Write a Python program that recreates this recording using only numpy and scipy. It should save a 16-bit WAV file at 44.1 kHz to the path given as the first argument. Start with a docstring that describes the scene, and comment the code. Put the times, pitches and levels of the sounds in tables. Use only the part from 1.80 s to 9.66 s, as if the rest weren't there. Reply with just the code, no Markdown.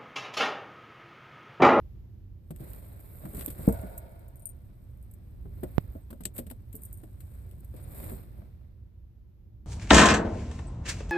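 """Footwell of a parked car, the camera's stereo microphone close to a leather boot on the pedals.
Over a low steady rumble the sole scuffs and knocks, trouser cloth rustles and the leather creaks in slips.
Near 2 s the heel thumps down, booming in the cabin; then a small metal piece on the boot jingles.
At 4 s something bumps the right microphone port; the sole squeaks and the pedal's linkage snaps home.
The boot shifts and jingles again, a hum swells near 6 s, and after two last squeaks the foot rests."""
import sys
import numpy as np
from scipy.fft import rfft, irfft, next_fast_len
from scipy.io import wavfile
from scipy.ndimage import map_coordinates

SR = 44100
rng = np.random.default_rng(int(sys.argv[2]) if len(sys.argv) > 2 else 0)


def digitize_waveform(pressure):
    """Quantize a signal to 16-bit integers and store it at the path in sys.argv[1].

    Rows of a 2-D input are taken as channels; values are limited to [-1, 1].
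    """
    field = np.atleast_2d(pressure).T
    bounded = np.clip(field, -1, 1)
    quanta = np.round(bounded * 32767).astype(np.int16)
    wavfile.write(sys.argv[1], SR, quanta)


N = 346626

# blows of the boot on pedal and floor: start_s, level_db, hardness_db, pitch_hz, creak_db
BOOT_BLOWS = [(0.704, -32.5, -12.5, 159.5, -42.5), (0.802, -33.5, -26, 143.6, -48.5),
              (1.435, -37, -8, 140, -58), (1.451, -30.5, -7, 143.5, -43), (1.534, -33.5, -10, 183, -56),
              (1.577, -34, -18, 200, -48), (1.677, -32, -18, 292.5, -37.5), (1.79, -33, -14, 142.3, -58.5),
              (2.033, -32, -9, 185, -59), (3.652, -40.5, -10.5, 174, -70),
              (3.831, -24.5, -8.5, 272.4, -37.5), (4.151, -34.5, -17, 289, -70), (4.302, -41, -6, 209, -41),
              (4.326, -36, -9.5, 244, -50), (4.404, -37.5, -10, 193, -42.5), (4.452, -35, -9, 194.5, -50.5),
              (4.586, -26, -16.5, 239, -35), (4.664, -41, -15, 197, -43.5), (4.708, -37, -6, 257, -41.5),
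              (4.941, -38.5, -18, 195, -55), (5.233, -40, -10, 321, -50.5), (5.937, -40.5, -14, 224, -58),
              (6.314, -33, -8, 170.8, -50), (6.576, -45, -9, 150, -69), (6.616, -43, -9, 199, -72.5)]
# modes of the floor pan: pitch_hz, level_db, t60_s
FLOOR_MODES = [(203.5, 1.5, 0.2), (265.6, -2, 0.14), (383, -10, 0.14), (455.4, -12.5, 0.29)]
# spectrum of shaken trim: frequency_hz, level_db
TRIM_SPECTRUM = [(25, -38), (60, -7.5), (130, 0.5), (230, 2.5), (400, -13.5), (620, -6), (900, -31.5),
                 (2000, -48.5), (4000, -97)]
# spectrum of the sole's tap: frequency_hz, level_db
TAP_SPECTRUM = [(80, -38.5), (250, -27.5), (550, 12.5), (900, 4.5), (1500, -2), (2500, -22), (5000, -50),
                (9000, -78)]
# bright spectrum of leather snaps and metal ticks: frequency_hz, level_db
SNAP_SPECTRUM = [(2500, -70), (5000, -27.5), (6500, -21.5), (8200, -3.5), (10000, -6), (13000, 6.5),
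                 (14500, -3), (15500, -12.5)]


def amp(db):
    """Decibels to gain."""
    return 10 ** (np.asarray(db) / 20)


def unit(x):
    """Scale to rms 1."""
    return x / np.sqrt(np.mean(x ** 2) + 1e-20)


def along(points, hz):
    """Interpolate (frequency_hz, value) points on a log frequency axis."""
    point_hz, values = np.transpose(points)
    return np.interp(np.log(hz + 1), np.log(point_hz + 1), values)


def curves(rows):
    """One value per sample for each column after the time."""
    times, *columns = np.transpose(rows)
    return [np.interp(np.arange(N) / SR, times, column) for column in columns]


def wobble(rate):
    """A smooth random curve, rate knots a second."""
    return map_coordinates(rng.standard_normal(int(N * rate / SR) + 4), [np.arange(N) * rate / SR])


def filtered(x, response):
    """Filter x by a response given as a function of frequency."""
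    size = next_fast_len(N + SR // 4)
    return irfft(rfft(x, size) * response(np.fft.rfftfreq(size, 1 / SR)), size)[..., :N]


def fade(t, t60):
    """Exponential decay, 60 dB in t60 seconds."""
    return np.exp(-np.log(1000) * t / max(t60, 1e-3))


def onset(t, contact_s):
    """The rounded attack of a soft contact."""
    return 1 - np.exp(-(t / contact_s) ** 2)


def add(track, start_s, sound):
    """Mix a sound into a track at a time."""
    part = track[..., max(round(start_s * SR), 0):][..., :sound.shape[-1]]
    part += sound[..., :part.shape[-1]]


def noise(gain):
    """Stereo noise of rms 1 with a gain over frequency, alike in the bass and unrelated in the treble."""
    # likeness of left and right: frequency_hz, correlation
    likeness = [(60, 0.98), (250, 0.55), (600, 0.4), (1200, 0.3), (3000, 0.041), (12000, 0.046)]

    def mid_side_gains(hz):
        angle = np.arccos(np.clip(along(likeness, hz), -1, 1)) / 2
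        return gain(hz) * np.array([np.cos(angle), np.sin(angle)])

    mid, side = filtered(rng.standard_normal((2, N)), mid_side_gains)
    return unit(np.array([mid + side, mid - side]))


def rush(spectrum):
    """Stereo noise of rms 1 with a (frequency_hz, level_db) spectrum."""
    return noise(lambda hz: amp(along(spectrum, hz)))


def resonant(modes):
    """Stereo noise of rms 1 in (pitch_hz, width_hz, level_db) resonances."""
    return noise(lambda f: sum(amp(db) / (1 + (2 * (f - hz) / width) ** 2) for hz, width, db in modes))


def panned(db):
    """Left and right gains for a level difference; positive is to the left."""
    return amp(np.array([[1], [-1]]) * db / 2)


def ports(x):
    """Each microphone port colours close sounds with its own treble resonance."""
    # left port over right: frequency_hz, pan_db
    balance = [(60, -1.5), (110, 0.5), (200, -4.5), (380, -2.5), (700, 7), (1290, -2), (2380, 1.5),
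               (4400, -1), (8120, 13), (15000, -11)]
    return filtered(x, lambda hz: panned(along(balance, hz)))


def cabin(scuffing):
    """A low rumble that grows when the foot moves, under a faint hiss; a hum briefly stands out of it."""
    # spectra of the background: frequency_hz, level_db
    rumble_spectrum = [(12, -50), (20, -18.5), (29, -11.5), (36, -5.5), (59, 1.5), (117, -5), (130, -10),
                       (144, -16), (193, -17), (287, -26.5), (338, -28.5), (420, -37), (550, -65),
                       (920, -120)]
    hiss_spectrum = [(210, -31), (350, -2), (417, -12.5), (512, -10), (563, -19.5), (591, -8), (639, -18),
                     (798, -18.5), (1030, -22.5), (1330, -25.5), (3220, -30), (5800, -35.5), (9790, -44),
                     (13200, -26.5), (15500, -39)]
    # their slow drift: time_s, level_db
    rumble_levels = [(0, -45), (1.2, -48), (3.45, -46.5), (3.7, -40.5), (4.3, -47), (6.35, -44), (7, -50),
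                     (7.55, -51.5), (7.86, -48.5)]
    hiss_levels = [(0, -67.5), (.6, -73), (6.6, -69.5), (7, -75.5), (7.86, -76)]
    # the hum's swell: time_s, pitch_hz, level_db
    hum_path = [(5.4, 115.8, -75), (5.7, 117.8, -53.5), (6.05, 124.3, -46.5), (6.3, 128.7, -76),
                (6.5, 126, -89.5)]
    (rumble_db,), (hiss_db,) = curves(rumble_levels), curves(hiss_levels)
    hum_hz, hum_db = curves(hum_path)
    hum = amp(hum_db + 1.5 * wobble(9)) * np.sin(2 * np.pi * np.cumsum(hum_hz) / SR)
    rumbling = np.hypot(amp(rumble_db), amp(6) * scuffing)
    return rumbling * rush(rumble_spectrum) * panned(db=-2.5) + amp(hiss_db) * rush(hiss_spectrum) + hum


def movement(active_from_s=0.65, active_to_s=6.7, ease_s=0.08, hold_share=0.33):
    """Strength of the sole's scuff and the cloth's swish as each leg move swells, holds and dies away."""
    # moves of the leg: start_s, swell_s, t60_s, scuff_db, swish_db, swish_pan_db
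    moves = [(0.71, .16, 2.86, -55.5, -56.5, -1), (0.98, 0.52, .8, -57.5, -56.5, -3),
             (1.49, 0.1, 1.2, -51, -47.5, 0.5), (1.72, 0.12, 1.98, -49.5, -49.5, 1),
             (3.57, 0.34, 0.9, -60.5, -65, -4.5), (4.07, 0.072, .4, -67, -67.5, -7),
             (4.529, 0.034, 0.22, -57.5, -50.5, 1.5), (4.9, 0.1, 2.2, -65.5, -62.5, 5.5),
             (5.3, 0.17, 5.1, -65.5, -67, 4.5), (5.881, 0.11, 1.5, -57, -62.5, 3),
             (6.019, 0.22, 0.7, -50.5, -49, 0), (6.471, 0.078, 1.97, -66, -79.5, -1)]
    t = np.arange(N) / SR
    scuff_power, swish_power = np.zeros(N), np.zeros((2, N))
    for start_s, swell_s, t60, scuff_db, swish_db, pan_db in moves:
        rise = np.sin(np.pi / 2 * np.clip((t - start_s) / swell_s, 0, 1)) ** 2
        after_hold = np.maximum(t - start_s - swell_s * (1 + hold_share), 0)
        cloth_fade = fade(after_hold, t60 * 0.65)  # the cloth settles sooner than the sole
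        scuff_power += (amp(scuff_db) * rise * fade(after_hold, t60)) ** 2
        swish_power += (amp(swish_db) * panned(pan_db) * rise * cloth_fade) ** 2
    # faint rubbing goes on between moves
    idle = (1 + np.tanh((t - active_from_s) / ease_s)) * (1 + np.tanh((active_to_s - t) / ease_s)) / 4
    scuffing = np.hypot(np.sqrt(scuff_power), amp(-71) * idle)
    swishing = np.hypot(np.sqrt(swish_power), amp(-76) * idle)
    return scuffing, swishing


def rustle(scuffing, swishing):
    """The sole scuffs and the cloth swishes; grit and fibres catch and let go, making both grainy."""
    # spectra of the rubbing: frequency_hz, level_db
    sole_spectrum = [(100, -32.5), (170, -0.5), (233, -11), (301, -6), (445, -10.5), (558, -8.5),
                     (825, -17.5), (2370, -25.5), (2970, -34.5), (3890, -29.5), (5410, -38), (6200, -51),
                     (8060, -73), (13600, -120)]
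    cloth_spectrum = [(3650, -68.5), (6200, -44.5), (6980, -16), (8270, -7.5), (8790, -4.5), (9670, -7.5),
                      (10700, -8), (13000, 3), (14000, 0), (14600, -9), (15000, -17.5), (15500, -38.5)]
    scuff = scuffing * unit(amp(1.4 * wobble(60) + 1.7 * wobble(400))) * rush(sole_spectrum)
    fibres = unit(amp(0.84 * wobble(70) + 3.3 * wobble(700)))
    swish = swishing * fibres * unit(ports(rush(cloth_spectrum)))
    return amp(1.16) * scuff + swish * panned(db=1.5)


def floorpan(t, scatter_db, damping, contact_s):
    """One blow on the carpeted floor: its modes ring at random strengths under a rounded attack."""
    ring = np.zeros(len(t))
    for hz, db, t60 in FLOOR_MODES:
        strength = amp(db + scatter_db * rng.standard_normal())
        ring += strength * fade(t * damping, t60) * np.sin(2 * np.pi * hz * t)
    ring *= onset(t, contact_s)
    return ring / np.abs(ring).max()


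def knocks():
    """Light blows ring the floor at a pitch set by the spot, shake the trim and tap; hard ones crack."""
    # the sole's hard edge on a pedal: pitch_hz, width_hz, level_db
    crack_modes = [(1450, 398, -0.5), (2050, 200, -7), (3200, 500, -8.5)]
    t = np.arange(SR // 3) / SR
    ring, shake, tap, crack = np.zeros((4, N))
    rise = onset(t, contact_s=0.0025)
    for start_s, db, hardness_db, pitch_hz, _ in BOOT_BLOWS:
        tuned_t = t * pitch_hz / FLOOR_MODES[0][0]  # puts the lowest mode at the blow's pitch
        add(ring, start_s, amp(db - 1.5) * floorpan(tuned_t, scatter_db=4.5, damping=2.05, contact_s=0.0024))
        add(shake, start_s, amp(db - 9.5) * rise * fade(t, t60=0.16))
        add(tap, start_s, amp(db + hardness_db - 2.5) * rise * fade(t, t60=0.058))
        add(crack, start_s, amp(db + hardness_db - 11.5) * rise * fade(t, t60=0.028))
    return ring + shake * rush(TRIM_SPECTRUM) + tap * rush(TAP_SPECTRUM) + crack * resonant(crack_modes)


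def slips(lag_s=0.0022, mean_gap_s=0.08, scatter_db=5.5):
    """The leather slips as the ankle flexes, just after each knock, and at random as it settles."""
    # slips from flexing: start_s, level_db, body_db, t60_s, pan_db
    flexes = [(0.7613, -44.5, -13.5, .022, 9), (0.933, -34, -18, .014, -6), (1.2017, -46.5, -36, .038, -2),
              (1.547, -36, -23, .025, -0.5), (1.569, -32.5, -19, .022, 2), (1.5925, -40.5, -9, .035, 14),
              (1.61, -38.5, -1.5, .018, 11), (1.62, -38, -8, 0.025, 0), (1.661, -19.5, -25, .012, -3.5),
              (1.7005, -37.5, -15, .058, 5), (1.884, -33, -43, .045, 3.5), (1.9245, -36, -35, .035, -4.5),
              (2.1765, -34, -32, 0.04, 0), (3.311, -50.5, -31, .039, -3), (3.335, -51, -26, .047, 6),
              (4.563, -35.5, -16, .03, 1), (4.58, -29, -15, .035, 2.5), (4.6996, -40, -12, .033, 7.5),
              (4.927, -44.5, -19.5, 0.038, 11), (5.4033, -45.5, -13, .044, 9),
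              (5.7099, -51.5, -11.5, .033, 6), (5.964, -49.5, -9.5, .038, 6)]
    # spells of settling: start_s, stop_s, level_db
    settling = [(1.717, 2.02, -45), (2.281, 2.52, -55), (5.748, 6.05, -56)]
    rows = list(flexes) + [(s + lag_s, creak_db, -11, 0.035, 5.5) for s, *_, creak_db in BOOT_BLOWS]
    for start_s, stop_s, db in settling:
        gaps, sizes = rng.uniform(0.5, 1.5, size=12), rng.standard_normal(size=12)
        times = start_s + mean_gap_s * (np.cumsum(gaps) - 0.5)
        rows += [(s, db + scatter_db * size, -24, 0.026, 3) for s, size in zip(times, sizes) if s < stop_s]
    return rows


def creaks():
    """Each slip of the leather is a ragged burst with a weak echo; long ones build up, short ones snap."""
    # spectrum of the leather's body: frequency_hz, level_db
    leather_spectrum = [(150, -50), (400, -23.5), (900, 1), (2000, 4.5), (3800, 3), (5500, -4.5),
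                        (7500, -29.5), (11000, -45.5)]
    t = np.arange(SR // 4) / SR
    snap, body = np.zeros((2, 2, N))
    for start_s, db, body_db, t60, pan_db in slips():
        rise = 1 - np.exp(-t / (1.3 * t60 ** 2 + 1e-5))
        burst = rise * (fade(t, t60) + amp(-23.5) * fade(t, t60=0.16))
        burst /= burst.max()
        add(snap, start_s, amp(db - 7) * panned(pan_db) * burst)
        add(body, start_s, amp(db + body_db - 6) * panned(pan_db / 2) * burst)
    ragged = unit(amp(2.2 * wobble(1000)))
    return ragged * (snap * ports(rush(SNAP_SPECTRUM)) + body * rush(leather_spectrum))


def heel():
    """The heel thumps the floor, the sole slaps down after it, the cabin booms and the pedal rings on."""
    # the heel's landing: start_s, level_db
    landings = [(1.877, -7.5)]
    # resonances of the cabin's air and of the pedal: pitch_hz, width_hz, level_db
    air_modes = [(65, 27, 0.5), (114, 32, -7)]
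    pedal_modes = [(553, 72, -7), (660, 127, -3), (925, 65, -11.5), (1445, 100, -15), (1695, 46, -22.5),
                   (2210, 120, -24)]
    t = np.arange(2 * SR) / SR
    rise = onset(t, contact_s=0.002)
    push_time = (t - 0.0026) / 0.0014
    push = (1 - push_time ** 2) * np.exp(-push_time ** 2 / 2) * rise  # one brief swing of pressure
    thump, shake, slap, boom, ringing = np.zeros((5, N))
    for start_s, db in landings:
        floor = floorpan(t, scatter_db=7.5, damping=2.4, contact_s=0.00085)
        add(thump, start_s, amp(db - 4) * push - amp(db - 1) * floor)
        add(shake, start_s, amp(db - 13.5) * rise * fade(t, t60=0.18))
        add(slap, start_s + 0.009, amp(db - 24.5) * rise * fade(t, t60=0.063))
        add(boom, start_s, amp(db - 22) * rise * fade(t, t60=0.56))
        add(ringing, start_s, amp(db - 36.5) * rise * fade(t, t60=1.93))
    impact = thump + shake * rush(TRIM_SPECTRUM) + slap * rush(TAP_SPECTRUM)
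    return impact + boom * resonant(air_modes) + ringing * resonant(pedal_modes)


def jingles(hits=3, first_flight_s=0.011, flight_ratio=0.77, tick_loss_db=11.5, ring_loss_db=18.5):
    """A small metal piece ticks, rings to the left and rebounds, sooner and weaker each time."""
    # jolts of the piece: start_s, level_db, ring_db
    jolts = [(2.556, -47.5, -10), (2.594, -48.5, -18), (2.621, -57, 3), (2.6555, -36, 4), (2.69, -43, -15),
             (3.225, -54, -13), (4.952, -32.5, -17.5), (5.018, -43, -13), (5.034, -40, -6.5),
             (5.05, -40.5, -21), (5.1274, -37, -12), (5.1726, -46.5, -10), (6.03, -49, -9)]
    # its resonances: pitch_hz, width_hz, level_db
    metal_modes = [(9020, 82, 3), (12700, 250, -19), (13900, 250, -17)]
    t = np.arange(SR // 5) / SR
    ring, tick = np.zeros((2, N))
    rise = onset(t, contact_s=0.00088)
    for start_s, db, ring_db in jolts:
        for hit in range(hits):
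            hit_s = start_s + first_flight_s * sum(flight_ratio ** j for j in range(hit))
            add(ring, hit_s, amp(db + ring_db - ring_loss_db * hit - 4.5) * rise * fade(t, t60=0.091))
            add(tick, hit_s, amp(db - tick_loss_db * hit - 5) * rise * fade(t, t60=0.045))
    chatter = unit(amp(2.2 * wobble(450)))  # chattering against the leather blurs the pitch
    rings = ring * resonant(metal_modes) * panned(db=20)
    ticks = tick * ports(rush(SNAP_SPECTRUM)) * panned(db=-0.5)
    return chatter * (rings + ticks)


def port_bump(start_s=3.9817, db=-4.5, settle_s=0.0029, rise_s=0.0002, swing_hz=95, tick_db=-21):
    """A pressure step in the right port: the bass cut pulls it back with an undershoot; the port ticks."""
    out = np.zeros((2, N))
    t = np.arange(SR // 20) / SR
    step = np.exp(-t / settle_s) * np.cos(2 * np.pi * swing_hz * t + 0.39) * (1 - np.exp(-t / rise_s))
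    tick = amp(tick_db) * fade(t, t60=0.0015) * np.sin(2 * np.pi * 13200 * t)
    add(out[1], start_s, amp(db) * (step / step.max() + tick))
    return out


def squeaks(jitter_hz=350):
    """Thin falling whistles where the sole drags."""
    # drags of the sole: start_s, length_s, start_hz, end_hz, level_db
    drags = [(4.195, 0.073, 8200, 8120, -74), (6.531, 0.11, 12540, 10900, -71.5),
             (6.556, 0.054, 10600, 9900, -78)]
    out = np.zeros(N)
    for start_s, length_s, start_hz, end_hz, db in drags:
        hz = np.linspace(start_hz, end_hz, int(length_s * SR))
        hz += jitter_hz * rng.standard_normal(len(hz))
        add(out, start_s, amp(db) * np.hanning(len(hz)) * np.sin(2 * np.pi * np.cumsum(hz) / SR))
    return out


def linkage_clack():
    """The pedal's linkage ticks, then snaps home on the left: brief chatter and the footwell's echo."""
    # strikes of the linkage: start_s, level_db
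    strikes = [(4.435, -42.5), (4.453, -20)]
    # their hard, bright spectrum: frequency_hz, level_db
    clack_spectrum = [(600, -43.5), (1500, -19), (2800, -10.5), (3700, -7.5), (5300, -20), (7200, -11),
                      (8150, 2.5), (9200, -11), (11000, -15), (13000, -4), (14500, -11.5)]
    balance = [(2500, 0.5), (4000, 8.0), (8200, 14), (13000, -1)]  # frequency_hz, pan_db
    t = np.arange(SR // 5) / SR
    rise = 1 - np.exp(-t / 0.0011)
    chatter = np.exp(-(t / 0.0038) ** 2)
    echo = amp(-8.5) * fade(t, t60=0.065)
    level = np.zeros(N)
    for start_s, db in strikes:
        add(level, start_s, amp(db - 5) * rise * (chatter + echo))
    return filtered(level * rush(clack_spectrum), lambda hz: panned(along(balance, hz)))


def scene(right_lag_s=0.0004):
    """The footwell from close by; knocks, heel and rustle reach the left port just before the right."""
    scuffing, swishing = movement()
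    near = knocks() + heel() + rustle(scuffing, swishing)
    near = filtered(near, lambda hz: np.exp(-2j * np.pi * hz * np.array([[0], [right_lag_s]])))
    return cabin(scuffing) + near + creaks() + linkage_clack() + jingles() + squeaks() + port_bump()


def record(dry, top_hz=15800):
    """The camera's treble falls away steeply and ends at its band limit."""
    rolloff = [(14500, 0.5), (15000, -8), (15800, -25.5)]  # frequency_hz, gain_db
    return filtered(dry, lambda hz: amp(along(rolloff, hz)) * (hz < top_hz))


dry = scene()
out = record(dry)
digitize_waveform(out)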